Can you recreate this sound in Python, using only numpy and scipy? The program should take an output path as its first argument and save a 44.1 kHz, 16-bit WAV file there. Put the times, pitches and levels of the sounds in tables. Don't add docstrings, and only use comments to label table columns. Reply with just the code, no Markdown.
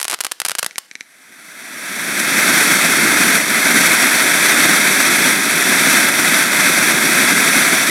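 import sys
import numpy as np
from scipy import signal
from scipy.fft import rfft, irfft
from scipy.io import wavfile
from scipy.ndimage import uniform_filter1d, minimum_filter1d

SR = 44100
rng = np.random.default_rng(int(sys.argv[2]) if len(sys.argv) > 2 else 0)


def inscribe(sig):
    pcm = np.round(np.clip(np.atleast_2d(sig).T, -1, 1) * 32767)
    wavfile.write(sys.argv[1], SR, pcm.astype(np.int16))


N = 348390
T = np.arange(N) / SR
HZ = np.fft.rfftfreq(N, 1 / SR)

# frequency in Hz, seconds to fade by 60 dB.
TAIL_DECAY = [(200, 1.5), (1000, 0.43), (3000, .6), (8000, 0.7), (15000, 0.5)]
# frequency in Hz, relative level in dB.
TAIL_EQ = [(100, 0), (700, -0.5), (2000, 0.5), (5000, 0.5), (10000, -8), (15000, 0)]
# frequency in Hz, relative level in dB.
SIMMER_EQ = [(18, -76), (30, -46), (256, -7), (389, -14), (852, -7), (996, -12), (1590, 1), (2420, -3),
             (2830, -9), (11600, -8), (14300, -25), (15500, -40)]
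# start in seconds, relative level in dB.
POP_CUES = [(.7098, -17), (.758, -12), (0.913, -14), (.954, -9), (1.0085, -8.5)]
# frequency in Hz, relative level in dB, seconds to fade by 60 dB.
TUBE_MODES = [(260, -26.5, 0.016), (1740, -8.5, 0.0061), (2250, -6.5, 0.0095), (3950, -11.5, 0.0065),
              (5900, -9, 0.0043), (8550, -13, 0.0034)]
# start in seconds, relative level in dB, ground bounce delay in seconds.
STAR_CUES = [(0.0014, -3.5, 0.002), (0.0089, -12, 0.0018), (0.0146, 1, 0.0022), (0.0292, 2.5, 0.0028),
             (0.0446, 0, 0.0029), (0.0522, 0.5, 0.0028), (0.0815, 2.5, 0.0027), (0.0984, 0, 0.0024),
             (0.0998, -1, 0.0022), (0.1053, -3, 0.0025), (0.1126, 1.5, 0.002), (0.1209, 0, 0.0018),
             (0.1289, -1.0, 0.0024), (0.132, -0.5, 0.0027), (0.1377, -6, 0.002), (0.1406, 2.5, 0.0031),
             (0.1446, 2, 0.00226), (0.189, -13.0, 0.0015), (0.2056, 2, 0.0029), (0.2085, -4, 0.0025),
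             (0.2106, 4, 0.0024), (0.2379, -6, 0.0014), (0.2475, 2, 0.0031), (0.2513, -1.0, 0.0025),
             (0.2668, 0, 0.0026), (0.3146, -5.5, 0.0016), (0.3187, 4, 0.0029), (0.4014, 4.5, 0.0023),
             (0.4176, 2, 0.0015), (0.45, 3, 0.0018), (0.4531, 4.5, 0.0025), (0.462, 0, 0.0013),
             (0.4663, -5, 0.0012), (0.484, -2, 0.0021), (0.4862, 2.5, 0.0018), (0.4962, 1.5, 0.0016),
             (0.5072, -8.0, 0.0015), (0.5093, -3, 0.0013), (0.5168, 2, 0.0014), (0.552, 1.5, 0.0031),
             (0.5852, 2, 0.0027), (0.5893, 2.5, 0.0013), (0.593, 1.5, 0.0019), (0.5937, 1.5, 0.0022),
             (0.6287, 1.5, 0.0022), (0.6302, 3.5, 0.0019), (0.6456, 0, 0.00063), (0.663, 1.5, 0.0011),
             (0.6636, 2, 0.00099), (0.7821, 4, 0.0011), (0.7858, -1, 0.00095)]
# frequency in Hz, relative level in dB.
SNAP_EQ = [(30, -40), (70, -34), (160, -13), (300, -9.5), (650, -3), (1400, 2), (2500, 0.5), (3800, -1),
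           (5200, -1), (7200, -2.5), (9500, 0.5), (11500, -3.5), (13500, -13), (16000, -23)]
# frequency in Hz, relative level in dB.
JET_EQ = [(30, -27), (62, -41), (100, -20.5), (170, -3.5), (260, 0), (450, -5), (1100, -9), (3000, -12.5),
          (7000, -14), (10000, -9.5), (12500, -15.5), (14000, -20.5), (15600, -28.5)]
# centre in Hz, width in Hz, gain in dB.
JET_RESONANCES = [(484, 61, -5), (636, 39, 0.6), (822, 23, -5.5), (1305, 81, 5.5), (1585, 163, 11.5),
                  (2113, 227, 14), (2537, 121, 7), (2887, 110, -4), (3510, 210, 7), (3928, 134, 3),
                  (4420, 69, 6), (4700, 44, 3), (5700, 234, 6.5), (6006, 113, 4.5), (6750, 130, 1.5),
                  (7930, 200, 2.5), (8600, 60, 0), (8880, 120, 3), (9270, 60, -1.5), (9900, 220, 1),
                  (12100, 180, 1), (13000, 160, 0.5)]
# time in seconds, level in dB.
THRUST_FADER = [(2.5, -13.5), (2.98, -15.3), (3.36, -14), (3.42, -18.5), (3.8, -13.5), (4.34, -15.1),
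                (4.58, -13.5), (5.02, -15), (5.28, -14), (5.38, -17.5), (5.96, -13), (6.14, -16.5),
                (6.36, -13.3), (6.5, -17.5), (6.6, -15), (6.92, -14.5), (6.96, -17.5), (7.02, -15),
                (7.52, -14), (7.88, -16)]
# time in seconds, level against the thrust in dB.
RUMBLE_FADER = [(1.65, -13), (2.08, -9), (2.55, -11.5), (3.1, -8.5), (4.2, -12), (5.4, -9.5), (6.55, -11.5),
                (7.05, -8), (7.9, -11)]
# peak time in seconds, lift of the fizz in dB.
SPARK_SPITS = [(2.199, 5.5), (2.56, 2), (3.355, 2), (4.028, 3), (4.642, 2.5), (5.29, 2.5), (6.002, 2.5),
               (6.61, 3)]
# peak time in seconds, lift of the rumble in dB.
GAS_PUFFS = [(1.304, 5.5), (2.08, 5), (3.063, 4.5), (3.75, 2.5), (4.665, 5), (6.94, 3.5)]
# frequency in Hz, left minus right in dB.
BURN_PAN = [(120, 0.0), (260, 1), (480, -2.4), (720, -1.5), (1100, -1.5), (1800, -0.4), (2900, 0.5),
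            (4000, 0.1)]
# frequency in Hz, relative side level in dB.
BURN_WIDTH = [(120, -70), (260, -46), (480, -21), (720, -21), (1100, -26), (1800, -19.5), (2900, -39),
              (4000, -35), (8000, -31), (13000, -52)]


def gain_of(db):
    return 10 ** (np.asarray(db) / 20)


def unit_rms(x):
    return x / np.sqrt(np.mean(x ** 2) + 1e-20)


def curve_at(points, hz):
    f, value = np.transpose(points)
    return np.interp(np.log(hz + 1), np.log(f + 1), value)


def add(mix, start_s, sound):
    part = mix[max(round(start_s * SR), 0):][:len(sound)]
    part += sound[:len(part)]


def tightest_click(db):
    log_gain = np.log(gain_of(np.r_[db, db[-2:0:-1]]))
    click = np.fft.ifft(np.exp(np.conj(signal.hilbert(log_gain)))).real
    return click / np.linalg.norm(click)


def flutter(slow_hz, fast_hz):
    shape = HZ / np.hypot(HZ, slow_hz) / (1 + (HZ / fast_hz) ** 2)
    return unit_rms(irfft(rfft(rng.standard_normal(N)) * shape, N))


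def swells(cues, width_s):
    return sum(db * np.exp(-.5 * ((T - peak_s) / width_s) ** 2) for peak_s, db in cues)


def scattered_spectrum(x, decay_s):
    scatter = rng.standard_normal(N) * T * np.exp(-T / decay_s)
    return rfft(x) * rfft(scatter / np.linalg.norm(scatter))


def outdoor_tail(x, echoes_per_s=4000, near_db=3, near_s=0.016,
                 slap_db=3, slap_s=0.067, slap_width_s=0.0027):
    echoes = rng.standard_normal(SR) * (rng.random(SR) < echoes_per_s / SR)
    hz, t, wash = signal.stft(echoes, SR, nperseg=256)
    fade_db = 60 * t / curve_at(TAIL_DECAY, hz)[:, None]
    wash = wash * gain_of(curve_at(TAIL_EQ, hz)[:, None] - fade_db)
    near = gain_of(near_db) * np.exp(-t / near_s)
    slap = gain_of(slap_db) * np.exp(-((t - slap_s) / slap_width_s) ** 2)
    tail = signal.istft(wash * (1 + near + slap), SR, nperseg=256)[1]
    return signal.fftconvolve(x, tail / np.linalg.norm(tail))[:N]


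def flame_simmer(level_db=-55, flutter_db=2.5):
    hiss = irfft(rfft(rng.standard_normal(N)) * gain_of(curve_at(SIMMER_EQ, HZ)), N)
    return unit_rms(hiss) * gain_of(level_db + flutter_db * flutter(5, 40))


def nozzle_pops(tick_db=-11, band_hz=(140, 10000), echo_s=0.0072, echo_db=-17):
    t, out = np.arange(2048) / SR, np.zeros(N)
    ring = sum((-1) ** k * gain_of(db - 60 * t / t60) * np.cos(2 * np.pi * hz * t)
               for k, (hz, db, t60) in enumerate(TUBE_MODES))
    ring[0] += gain_of(tick_db)
    ring = signal.sosfilt(signal.butter(2, band_hz, "band", fs=SR, output="sos"), ring)
    for start_s, db in POP_CUES:
        add(out, start_s, gain_of(db) * ring)
        add(out, start_s + echo_s, gain_of(db + echo_db) * ring)
    return out


def housing_ring(x, centre_hz=9300, width_hz=2800):
    radius = np.exp(-np.pi * width_hz / SR)
    poles = [1, -2 * radius * np.cos(2 * np.pi * centre_hz / SR), radius ** 2]
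    return signal.lfilter(poles[::-1], poles, signal.lfilter(poles[::-1], poles, x))


def crackling_stars(level_db=3, bounce_db=-9, tilt_spread=2.05, grass_db=-10, grass_s=0.003):
    hz, t = np.fft.rfftfreq(1024, 1 / SR), np.arange(1024) / SR
    out = np.zeros(N)
    for start_s, db, bounce_s in STAR_CUES:
        tilt_db = tilt_spread * rng.standard_normal() * np.log((hz + 500) / 3000)
        snap = tightest_click(curve_at(SNAP_EQ, hz) + tilt_db)
        scatter = rng.standard_normal(len(t)) * np.exp(-t / grass_s)
        grass = signal.fftconvolve(snap, scatter)[:len(t)]
        burst = gain_of(db + level_db) * (snap + gain_of(grass_db) * grass / np.linalg.norm(grass))
        add(out, start_s, burst)
        add(out, start_s + bounce_s, gain_of(bounce_db) * burst)
    return out


def spark_jet(catch_s=1.076, build_s=1.473, build_db=39.5, build_ease=1.26,
              sparks_per_s=700, spark_share=0.22, rumble_below_hz=460, fizz_above_hz=2850,
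              roar_trim_db=-0.1, fizz_trim_db=-2.2):
    unlit = np.clip(1 - (T - catch_s) / build_s, 0, 1)
    thrust_db = np.interp(T, *np.transpose(THRUST_FADER)) - build_db * unlit ** build_ease
    fade_in = gain_of(-60 * np.maximum(catch_s - T, 0))

    sparks = (rng.random(N) < sparks_per_s / SR) * rng.standard_normal(N)
    resonance_db = sum(db * np.exp(-.5 * ((HZ - hz) / width) ** 2) for hz, width, db in JET_RESONANCES)
    flow = rfft(rng.standard_normal(N) + spark_share * unit_rms(sparks))
    flow *= gain_of(curve_at(JET_EQ, HZ) + resonance_db)
    lows = 1 / (1 + (HZ / rumble_below_hz) ** 8)
    highs = 1 - 1 / (1 + (HZ / fizz_above_hz) ** 16)

    spits_db, puffs_db = swells(SPARK_SPITS, width_s=0.0038), swells(GAS_PUFFS, width_s=0.017)
    flame, eddies = flutter(2.6, 31), flutter(3.2, 24)
    rumble_db = np.interp(T, *np.transpose(RUMBLE_FADER)) + puffs_db + 1.5 * (eddies + 0.38 * flame)
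    roar_db = roar_trim_db + 0.53 * spits_db + 0.9 * flame
    fizz_db = fizz_trim_db + spits_db + 0.79 * flame
    layers = [(lows, rumble_db), (1 - lows - highs, roar_db), (highs, fizz_db)]
    return fade_in * sum(unit_rms(irfft(flow * band, N)) * gain_of(thrust_db + db)
                         for band, db in layers)


def scene(tail_db=-18, burn_side_trim_db=-4, burst_side_db=-19.5):
    bursts = housing_ring(crackling_stars()) + nozzle_pops()
    bursts += gain_of(tail_db) * outdoor_tail(bursts)
    burn = spark_jet() + flame_simmer()
    burn_width = gain_of(curve_at(BURN_WIDTH, HZ) + burn_side_trim_db)
    side = scattered_spectrum(burn, decay_s=0.03) * burn_width
    side += scattered_spectrum(bursts, decay_s=0.00049) * gain_of(burst_side_db)
    pan = gain_of(np.outer([.5, -.5], curve_at(BURN_PAN, HZ)))
    return irfft(rfft(bursts) + rfft(burn) * pan + np.outer([1, -1], side), N)


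def record(dry, ceiling=0.94, low_cut_hz=85, high_cut_hz=15900):
    allowed_gain = ceiling / np.maximum(abs(dry).max(0), ceiling)
    limited = dry * uniform_filter1d(minimum_filter1d(allowed_gain, size=9), size=7)
    limited = signal.sosfilt(signal.butter(2, low_cut_hz, "high", fs=SR, output="sos"), limited)
    high_cut = signal.firwin(511, high_cut_hz, window=("kaiser", 9), fs=SR)
    return signal.oaconvolve(limited, high_cut[None], "same")


dry = scene()
out = record(dry)
inscribe(out)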